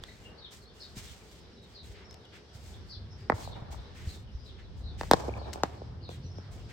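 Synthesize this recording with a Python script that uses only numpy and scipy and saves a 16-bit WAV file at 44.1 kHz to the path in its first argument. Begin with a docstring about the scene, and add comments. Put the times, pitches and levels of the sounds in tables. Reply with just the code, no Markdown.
"""Throughout, low noise swells as wind, filtered noise makes the town's rumble and an unsteady sine its drone.
From the start shoes scuff in shaped noise, soft sine thumps hit the microphones and sparrows sing gliding tones.
A faint knock of bat and ball opens; a loud one comes at 3.3 s with a dull answer, and a flurry runs from 5 to
6.4 s. Each is a ringing body and a crack, thrown back by fence, yard and near wall on a hard court. Bright noise
ticks come from 2.1 s, filtered slaps off far buildings from 3.4 s, and from 5.1 s an engine's sine orders climb."""
import sys
import numpy as np
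from scipy import signal
from scipy.fft import rfft, irfft
from scipy.io import wavfile
from scipy.ndimage import uniform_filter1d

SR = 44100
rng = np.random.default_rng(int(sys.argv[2]) if len(sys.argv) > 2 else 0)


def transcribe(signal):
    """Save signal, clipped to [-1, 1], as a 16-bit WAV file at the path in sys.argv[1]."""
    frames = np.atleast_2d(signal).T
    limited = np.clip(frames, -1, 1)
    pcm = np.round(limited * 32767).astype(np.int16)
    wavfile.write(sys.argv[1], SR, pcm)


N = 296352
T = np.arange(N) / SR
HZ = np.fft.rfftfreq(N, 1 / SR) + 1e-3  # kept off zero for the logarithms
BLOW = signal.unit_impulse(2000)

# gusts of wind: (t/s, deep eddies level/dB, quicker eddies level/dB)
WIND = [(0.0, -55.5, -63.5), (0.69, -58.5, -64.5), (1.03, -51.5, -64), (1.55, -58, -60),
        (1.81, -51.5, -57.5), (2.34, -61, -60), (2.84, -47, -51), (3.27, -54, -51.5), (3.52, -44.5, -46),
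        (3.76, -43.5, -55), (3.97, -44, -50), (4.15, -46.5, -49.5), (4.6, -46.5, -53.5), (5.03, -42, -42.5),
        (5.46, -50, -47.5), (5.71, -51.5, -47.5), (6.23, -52.5, -45.5), (6.72, -46.5, -48)]

# colour of the town, relative: (f/Hz, level/dB)
TOWN = [(70, -41), (120, -11), (200, -8), (290, -13.5), (400, -8.5), (640, -16.5), (2240, -25),
        (5300, -25.5), (7000, -44), (9300, -41.5), (12000, -47), (16000, -69)]
TOWN_DB = -56
HUM_HZ, HUM_DB = 193, -77  # a far machine drones around this pitch

# shoes dragging on the court: (t/s, length/s, hiss level/dB before GRIT_DB, dull rub level/dB)
SCUFFS = [(0.009, 0.29, -68.5, -63.5), (0.503, 0.064, -60, -82), (0.731, 0.24, -70.5, -78),
          (0.95, 0.14, -59, -59.5), (1.103, 0.29, -67, -69), (1.61, 0.13, -76.5, -68),
          (1.821, 0.1, -68, -63.5), (1.937, 0.09, -90, -57), (2.316, 0.052, -72, -54),
          (2.524, 0.21, -65.5, -67), (2.852, 0.042, -72.5, -85), (3.163, 0.067, -74.5, -63.5),
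          (3.33, 0.15, -61, -69), (3.54, 0.019, -71.5, -60), (3.701, 0.029, -58.5, -59.5),
          (3.939, 0.11, -62.5, -55), (4.048, 0.11, -65, -64), (4.434, 0.044, -75, -91),
          (4.573, 0.02, -97, -54.5), (4.76, 0.017, -71, -82), (4.973, 0.095, -61, -56),
          (5.521, 0.033, -61.5, -77), (5.621, 0.13, -75, -61), (6.091, 0.051, -65, -60.5),
          (6.504, 0.11, -67.5, -64.5), (6.682, 0.028, -70, -53)]
# colour of the hiss, relative: (f/Hz, level/dB)
SCUFF_COLOUR = [(1470, -17), (2500, -11.5), (8530, -12.5), (9660, -12.5), (10100, -61), (11300, -13),
                (13100, -30), (13700, -21), (16000, -23.5)]
GRIT_DB = 8.15  # lifts every hiss
DRAG_ATTACK_S, DRAG_FADE_DB_PER_S, DRAG_RELEASE_DB_PER_S = 0.023, 9, 255

# soft low thumps on the microphones: (t/s, level/dB, f/Hz)
THUMPS = [(0.022, -40, 66.5), (0.972, -36.5, 106), (0.967, -35.5, 216), (3.335, -25.5, 96),
          (3.62, -33, 130), (4.07, -24, 77), (4.346, -29, 59.5)]
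THUMP_OVERTONE_DB = -32

# rough chirps that leap up and fall away, levels before echoes: (t/s, length/s, top f/Hz, level/dB)
CHIRPS = [(0.373, 0.12, 4780, -52.5), (0.795, 0.066, 5020, -51), (1.054, 0.076, 4230, -61),
          (1.724, 0.12, 5080, -55), (2.881, 0.093, 5120, -52.5), (3.426, 0.065, 5260, -54),
          (3.509, 0.05, 4510, -54.5), (4.063, 0.1, 4970, -58), (4.453, 0.067, 4530, -55.5),
          (4.811, 0.17, 4660, -57), (5.373, 0.11, 5030, -58), (6.01, 0.074, 5180, -57),
          (6.076, 0.058, 4480, -55), (6.414, 0.042, 5320, -62)]
# clear arched cheeps: (t/s, length/s, top f/Hz, level/dB)
CHEEPS = [(0.034, 0.095, 4110, -60), (0.082, 0.015, 2340, -52.5), (0.21, 0.053, 3070, -62),
          (0.249, 0.035, 2940, -57), (0.68, 0.03, 3700, -60.5), (0.758, 0.02, 3140, -64),
          (0.794, 0.048, 5430, -57), (1.291, 0.015, 5450, -63.5), (1.38, 0.051, 5470, -69),
          (1.522, 0.032, 5390, -66.5), (1.549, 0.12, 4010, -65), (2.728, 0.034, 3910, -58),
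          (2.893, 0.033, 5510, -55.5), (3.097, 0.066, 5600, -59.5), (3.169, 0.089, 5050, -65),
          (3.768, 0.035, 3950, -57.5), (3.836, 0.07, 4100, -61.5), (4.309, 0.055, 5750, -68),
          (4.369, 0.11, 5350, -62.5), (6.348, 0.039, 5840, -58), (6.464, 0.026, 3520, -69)]
# thin clean peeps from a nearer bird: (t/s, length/s, top f/Hz, level/dB)
PEEPS = [(0.654, 0.035, 4600, -51), (2.041, 0.042, 5780, -54), (2.093, 0.035, 5680, -49.5),
         (6.232, 0.05, 6100, -57), (6.296, 0.042, 5660, -57)]
# how each kind is sung: (fall/share of top, warble/share, second voice level/dB, echoes level/dB,
# pitch wobble/share of top)
CHIRP_VOICE = (.34, .05, -8, 5, .03)
CHEEP_VOICE = (.07, .035, -11, 5, .025)
PEEP_VOICE = (.04, .012, -18, -2, .01)
UPSTROKE, UPSTROKE_S = 0.1709, 0.00897  # share of the top by which a note starts low, and its settling time
SYLLABLE_DB = 5  # spread of the level within a note

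# knocks of bat and ball, with two dull answers at 3.363 and 5.556 s: (t/s, body peak level/dB, body f/Hz,
# overtone level/dB, crack level/dB against body, crack tilt/dB per octave, left minus right level/dB,
# near wall level/dB against knock, distance out from the crease towards the phone's left/m,
# top of the body f/Hz, ping f/Hz, ping width/Hz)
KNOCKS = [(.036, -36.5, 1690, -12, 7.5, -6, -8, -21, 1.1, 2000, 3600, 300),
          (3.2977, -4, 803, 0, -25.5, -2, -3, -9, 0.16, 1960, 2380, 230),
          (3.363, -36.5, 910, -6, -26, -5, -1, -31, 0.092, 1500, 2500, 300),
          (5.01, -17.5, 800, 6, -11.5, -8.5, 0, -7, 0.11, 1760, 2640, 230),
          (5.111, 0.5, 790, 8.5, -7, 1.5, -0.5, -2, 0.061, 1450, 2490, 172),
          (5.5561, -26, 670, -10, -26, -16, 0, -33, 8.2, 1290, 2500, 400),
          (5.6333, -7, 755, -20, -6.5, -9, 3, -27.5, 2.34, 1824, 2900, 770),
          (6.0899, -27, 450, -48, -12.5, -10, 3, -10.5, 7.3, 1467, 2500, 400),
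          (6.383, -29.5, 443, -20, -18, -9, 2, -41, 8.1, 1490, 2500, 396)]
# dull part of a knock: (multiple of body f, width/share of the mode's f, level/dB)
BODY = [(0.352, 0.75, -5), (.7, 0.81, 7), (1.03, 0.21, -2)]
# resonances of the crack, before its tilt: (f/Hz, width/Hz, level/dB)
CRACK = [(3930, 1270, -4), (4570, 1530, 7), (5600, 1430, -4), (8260, 1520, 6), (11900, 2270, 7.5),
         (14250, 650, -1.5)]
PING_DB = -4.5  # before the tilt
CRACK_LATE_MS = .45  # the crack is held back to line up with the filtered body
LEFT_LAG_MS, LEFT_LAG_MS_PER_M = 0.028, -0.048  # how much later the left port hears a knock
FENCE_DB, FENCE_T60_S = -17, 0.12
YARD_DB, YARD_DB_PER_M = -33.5, -3  # a knock nearer the phone stands further above the yard
YARD_HZ, YARD_HOLD_S = 1250, 0.34
YARD_FADE_DB_PER_S, YARD_LATE_FADE_DB_PER_S = 10, 23  # the second joins in after the hold
YARD_LUMPS_DB, YARD_PING = 5.5, .8
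WALL_S = .0223
# ledges behind the wall face: (left t/ms after the face, left level/dB, right level/dB, right later still/ms)
WALL_STEPS = [(4.2, -21, -15.5, 0.21), (6.5, -6, -15, 0.54)]

# small sharp clicks near the phone: (t/s, level/dB)
CLICKS = [(2.109, -44), (2.127, -46), (2.141, -41), (2.252, -50.5), (5.53, -30.5), (5.534, -29.5)]
CLICK_PAN_DB = 9

# slaps thrown back by far buildings: (t/s, level/dB, f/Hz, width/Hz, left minus right level/dB)
SLAPS = [(3.422, -39, 900, 450, 2), (3.45, -40, 1050, 400, -2), (3.473, -29.5, 714, 500, 1),
         (3.725, -41.5, 810, 150, 0), (3.743, -38, 950, 450, 3), (5.237, -31, 600, 500, -2),
         (5.279, -21.5, 380, 410, -2), (5.288, -21, 520, 500, -3), (5.294, -41, 2380, 300, 8),
         (5.337, -33.5, 2400, 350, 4), (5.362, -44, 2450, 200, 4), (5.363, -35, 596, 300, -2),
         (5.445, -48, 2500, 200, -2.5), (5.413, -31, 640, 497, 2), (5.455, -48, 750, 503, -0.5),
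         (5.816, -28.5, 444, 500, 0)]

# engine gathering speed: (t/s, firing f/Hz, level/dB before the order levels)
ENGINE = [(5.1, 66.07, -52), (5.27, 69, -44), (5.45, 69.2, -42), (5.6, 72.04, -46), (5.94, 80, -50.5),
          (6.1, 85, -50), (6.28, 92.1, -44), (6.471, 96.7, -48), (6.6, 97, -61)]
# engine orders: (multiple of firing f, level/dB)
ENGINE_ORDERS = [(1, -1.5), (1.5, -7.5)]

# notches of the microphone ports: (f/Hz, width/Hz, depth/0-1)
NOTCHES = [(10020, 2800, 0.92), (13840, 1900, 0.7), (2650, 680, 0.28)]
SMEAR_S, SMEAR_POWER = 0.002, 0.825  # delay at 800 Hz, and how steeply it grows towards the bass
TOP_HZ = 16300


def undb(db):
    """Turn decibels into an amplitude factor."""
    return 10 ** (np.asarray(db) / 20)


def level(x, db):
    """Set the RMS level."""
    return x * undb(db) / np.sqrt(np.mean(x ** 2))


def ring(x, hz, width):
    """A two-pole resonance with gain 1 at its centre."""
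    return signal.lfilter(*signal.iirpeak(hz, hz / width, SR), x)


def filtered(x, order, hz, kind="low"):
    """A Butterworth low or high pass."""
    return signal.lfilter(*signal.butter(order, hz, kind, fs=SR), x)


def colour(x, points):
    """Shape a spectrum through (Hz, dB) points."""
    hz, db = np.transpose(points)
    return irfft(rfft(x) * undb(np.interp(np.log(HZ), np.log(hz), db)), N)


def walk(rate):
    """Random levels, each held for 1 / rate seconds, then smoothed twice."""
    k = int(SR / rate)
    steps = np.repeat(rng.standard_normal(N // k + 1), k)
    return 0.8 * uniform_filter1d(uniform_filter1d(steps, k), k)[:N]


def wide(alike):
    """Stereo noise: this share of its power is common, the rest has opposite signs left and right."""
    mid, side = rng.standard_normal((2, N))
    return np.sqrt(alike) * mid + np.sqrt(1 - alike) * side * np.array([[1], [-1]])


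def add(out, x, s, db, pan_db, left_lag_ms=0):
    """Mix in a mono or stereo sound at a time, level and side; the left may hear it later."""
    for ear, side in enumerate((1, -1)):
        lag = round(left_lag_ms * SR / 1000) if ear == 0 else 0
        i = max(int(s * SR) + lag, 0)
        heard = np.atleast_2d(x)[-ear][:N - i]  # mono feeds both ears
        out[ear, i:i + len(heard)] += heard * undb(db + side * pan_db / 2)


def wind():
    """Low eddies of two sizes flutter on the ports: resonant noise with wandering levels."""
    s, deep_db, quick_db = np.transpose(WIND)
    deep = ring(ring(wide(0.75), 62, 35), 55, 90) * undb(3.5 * walk(14))
    deep = filtered(deep, 2, 42, "high")
    quick = ring(ring(wide(1.0), 92, 45), 95, 160) * undb(4.2 * walk(22))
    return level(deep, 0) * undb(np.interp(T, s, deep_db)) + level(quick, 0) * undb(np.interp(T, s, quick_db))


def town():
    """Far traffic and air: bass alike left and right, treble less so, each octave swelling alone; a drone."""
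    low = filtered(wide(1.0), 1, 700)
    high = filtered(wide(0.51), 1, 700, "high")
    air = colour(low + high, TOWN)
    octaves = 100 * 2. ** np.arange(8)
    air = sum(ring(air, hz, hz * 0.72) * undb(5.0 * walk(10)) for hz in octaves)
    hum_turns = np.cumsum(HUM_HZ * (1 + 0.0135 * walk(5.6))) / SR
    hum = np.sin(2 * np.pi * hum_turns) * undb(11.0 * walk(2.4))
    return level(air, TOWN_DB) + level(hum, HUM_DB)


def shoes():
    """Dense grit under a sliding sole over a duller rub; each drag swells in briefly, sinks slowly, then dies away."""
    hiss, dull = np.zeros((2, N))
    for s, length, hiss_db, rub_db in SCUFFS:
        fade_db = DRAG_FADE_DB_PER_S * np.clip(T - s, 0, length)
        fade_db += DRAG_RELEASE_DB_PER_S * np.maximum(T - s - length, 0)
        edge = np.clip((T - s) / DRAG_ATTACK_S, 0, 1) * undb(-fade_db)
        hiss += edge * undb(hiss_db)
        dull += edge * undb(rub_db)
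    grit = colour(wide(0.59) * undb(2.0 * walk(300) + 4.2 * walk(35)), SCUFF_COLOUR)
    rub = ring(ring(wide(0.71), 2350, 1700), 1700, 2150)
    return level(grit, GRIT_DB) * hiss + level(rub, 0) * dull


def thumps():
    """Rounded puffs: a low sine and a faint overtone swell and die within three cycles."""
    out = np.zeros((2, N))
    for s, db, hz in THUMPS:
        turns = T[:int(3 * SR / hz)] * hz
        puff = np.sin(2 * np.pi * turns) + undb(THUMP_OVERTONE_DB) * np.sin(2 * np.pi * 2.8 * turns)
        add(out, puff * np.sqrt(turns) * np.exp(1 - turns / 0.64), max(s - .005, 0), db, 0)
    return out


def sparrow_note(length, top_hz, fall, warble, second_db, wobble):
    """A two-voiced tone slides up, then falls, with a fast warble and an uneven level."""
    u = np.arange(int(length * SR)) / (length * SR)  # 0 to 1 through the note
    pitch = 1 - fall * u ** .75 - UPSTROKE * np.exp(-u * length / UPSTROKE_S)
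    pitch += wobble * np.interp(u, np.linspace(0, 1, 8), rng.standard_normal(8))
    flutter = 1 + warble * np.sin(2 * np.pi * (70 * u * length + rng.random()))
    turns = np.cumsum(top_hz * pitch * flutter) / SR
    tone = np.sin(2 * np.pi * turns) + undb(second_db) * np.sin(2 * np.pi * 1.13 * turns)
    swell = np.sin(np.pi * u ** 0.9) ** 0.7
    return tone * swell * undb(SYLLABLE_DB * np.interp(u, np.linspace(0, 1, 12), rng.standard_normal(12)))


def sparrows():
    """Sliding notes are half lost in the decaying echoes of the yard; a far flock chatters."""
    out = np.zeros((2, N))
    flock = [(6.6 * a, 0.031 + 0.044 * b, 3200 + 2400 * c, -72 + 6 * d) for a, b, c, d in rng.random((40, 4))]
    notes = [n + CHIRP_VOICE for n in CHIRPS + flock]
    notes += [n + CHEEP_VOICE for n in CHEEPS] + [n + PEEP_VOICE for n in PEEPS]
    for s, length, top_hz, db, fall, warble, second_db, echo_db, wobble in notes:
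        tone = sparrow_note(length, top_hz, fall, warble, second_db, wobble)
        echoes = rng.standard_normal((3, 6000)) * np.exp(-T[:6000] / 0.043)
        # each side has its own echoes and a shared part
        echoes = undb(echo_db) * (echoes[:2] + 0.47 * echoes[2]) / np.sqrt(2 * np.sum(echoes[0] ** 2))
        echoes[:, 200] += .55  # the straight path
        add(out, signal.fftconvolve(echoes, tone[None]), s - .005, db, 2.5, .21)
    return out


def knock_body(hz, over_db, top_hz):
    """The dull part: a blow rings broad modes; the ball gives way, so they get no treble."""
    modes = BODY + [(2.3, 0.22, over_db)]
    body = sum(undb(g) * ring(BLOW, m * hz, m * hz * w) / (m * w) for m, w, g in modes)
    body = signal.sosfilt(signal.butter(6, top_hz, fs=SR, output="sos"), body)
    return body / np.abs(body).max()


def knock_crack(tilt_db, ping_hz, ping_width):
    """The short bright part: a splintered blow rings high modes and a ping, tilted about 4400 Hz."""
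    splinters = BLOW + 0.12 * rng.standard_normal(len(BLOW)) * np.exp(-T[:len(BLOW)] / 0.0014)
    modes = CRACK + [(ping_hz, ping_width, PING_DB)]
    crack = sum(undb(g + tilt_db * np.log2(f / 4400)) * ring(ring(splinters, f, w), f, 2 * w) / w
                for f, w, g in modes)
    return np.roll(crack, int(CRACK_LATE_MS * SR / 1000)) / np.abs(crack).max()


def fence_and_yard(body, crack_db, tilt_db, out_m):
    """Fence and ground scatter at once; the yard answers in lumps with most of its treble gone."""
    t = T[:SR * 2]
    grains = rng.standard_normal((2, 2, len(t))) * 0.074
    yard_grains, fence_grains = grains + 0.029 * grains[:, ::-1]  # a little left in right and back
    yard = filtered(yard_grains, 2, YARD_HZ)
    yard += 1.22 * yard_grains * undb(-60 * t)  # treble dies sooner
    yard += 0.2 * ring(yard_grains, 1400, 700) + YARD_PING * ring(yard_grains, 2210, 160)
    yard *= np.minimum(t / .015, 1) * undb(YARD_LUMPS_DB * walk(85)[:len(t)])
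    # the furthest houses have answered once the hold is over
    yard_fade_db = YARD_FADE_DB_PER_S * t + YARD_LATE_FADE_DB_PER_S * np.maximum(t - YARD_HOLD_S, 0)
    fence = filtered(fence_grains, 1, 2500) + 0.63 * ring(fence_grains, 2020, 1000)
    tail = yard * undb(YARD_DB + YARD_DB_PER_M * out_m - yard_fade_db)
    tail += fence * undb(FENCE_DB - 60 * t / FENCE_T60_S)
    # scattering evens out the crack's peaks
    smooth_crack = undb(crack_db + 22 + 0.6 * tilt_db) * ring(ring(BLOW, 3400, 5300), 3700, 9900)
    return signal.fftconvolve(tail, (body + smooth_crack)[None])


def near_wall(knock):
    """The rough wall answers from its face, from ledges behind and from scattered spots."""
    spots = rng.standard_normal((2, 700)) * 0.045 * np.exp(-T[:700] / 0.003)
    for ms, left_db, right_db, later_ms in WALL_STEPS:
        spots[0, int(ms * SR / 1000)] += undb(left_db)
        spots[1, int((ms + later_ms) * SR / 1000)] += undb(right_db)
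    face = filtered(BLOW[:700], 2, 7000)
    return signal.fftconvolve(knock[None], filtered(spots, 1, 1800) + face)


def knocks():
    """Each knock or dull answer is a body and a short crack, then fence, yard and wall echoes."""
    out = np.zeros((2, N))
    for (s, db, hz, over_db, crack_db, tilt_db, pan_db, wall_db, out_m, top_hz, ping_hz, ping_width) in KNOCKS:
        body = knock_body(hz, over_db, top_hz)
        knock = body + undb(crack_db) * knock_crack(tilt_db, ping_hz, ping_width)
        add(out, knock, s, db, pan_db, LEFT_LAG_MS + LEFT_LAG_MS_PER_M * out_m)
        add(out, fence_and_yard(body, crack_db, tilt_db, out_m), s + 0.0024, db, 0)
        add(out, near_wall(knock), s + WALL_S, db + wall_db, 2.5, -.2)
    return out


def clicks():
    """Bright ticks: a few milliseconds of dying noise through broad resonances."""
    out = np.zeros((2, N))
    for s, db in CLICKS:
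        burst = rng.standard_normal(300) * np.exp(-T[:300] / 0.0024)
        tick = ring(ring(burst, 3800, 7300), 4000, 8500)
        add(out, tick / np.abs(tick).max(), s, db, CLICK_PAN_DB)
    return out


def slaps():
    """Far buildings throw back a blow narrowed by three resonances and dulled by the long way."""
    out = np.zeros((2, N))
    for s, db, hz, width, pan_db in SLAPS:
        slap = ring(ring(ring(BLOW, hz, width), hz, 2 * width), hz, 2 * width)
        slap = signal.sosfilt(signal.butter(4, hz + width, fs=SR, output="sos"), slap)
        add(out, slap / np.abs(slap).max(), s, db, pan_db, .25)
    return out


def engine():
    """A vehicle down the street gathers speed; its low sine orders climb and waver."""
    s, hz, db = np.transpose(ENGINE)
    turns = np.cumsum(np.interp(T, s, hz) * (1 + 0.0123 * walk(6))) / SR
    lines = sum(undb(g + 2.5 * walk(9)) * np.sin(2 * np.pi * (m * turns + rng.random()))
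                for m, g in ENGINE_ORDERS)
    fade_in = np.clip((T - s[0]) / .1, 0, 1)
    return np.sqrt(2) * lines * undb(np.interp(T, s, db)) * fade_in


def scene():
    """Layer every source, in order of first appearance."""
    return wind() + town() + shoes() + thumps() + sparrows() + knocks() + clicks() + slaps() + engine()


def record(dry):
    """The phone's ports notch the treble, its filters let the bass arrive later, the top is cut."""
    for hz, width, depth in NOTCHES:
        dry = dry - depth * ring(dry, hz, width)
    lag = SMEAR_S * (800 / np.clip(HZ, 150, 1700)) ** SMEAR_POWER
    phase = -2 * np.pi * np.cumsum(lag) * SR / N  # summed delay over frequency
    smeared = irfft(rfft(dry) * np.exp(1j * phase), N)
    return signal.sosfilt(signal.ellip(8, .2, 80, TOP_HZ, fs=SR, output="sos"), smeared)


dry = scene()
out = record(dry)
transcribe(out)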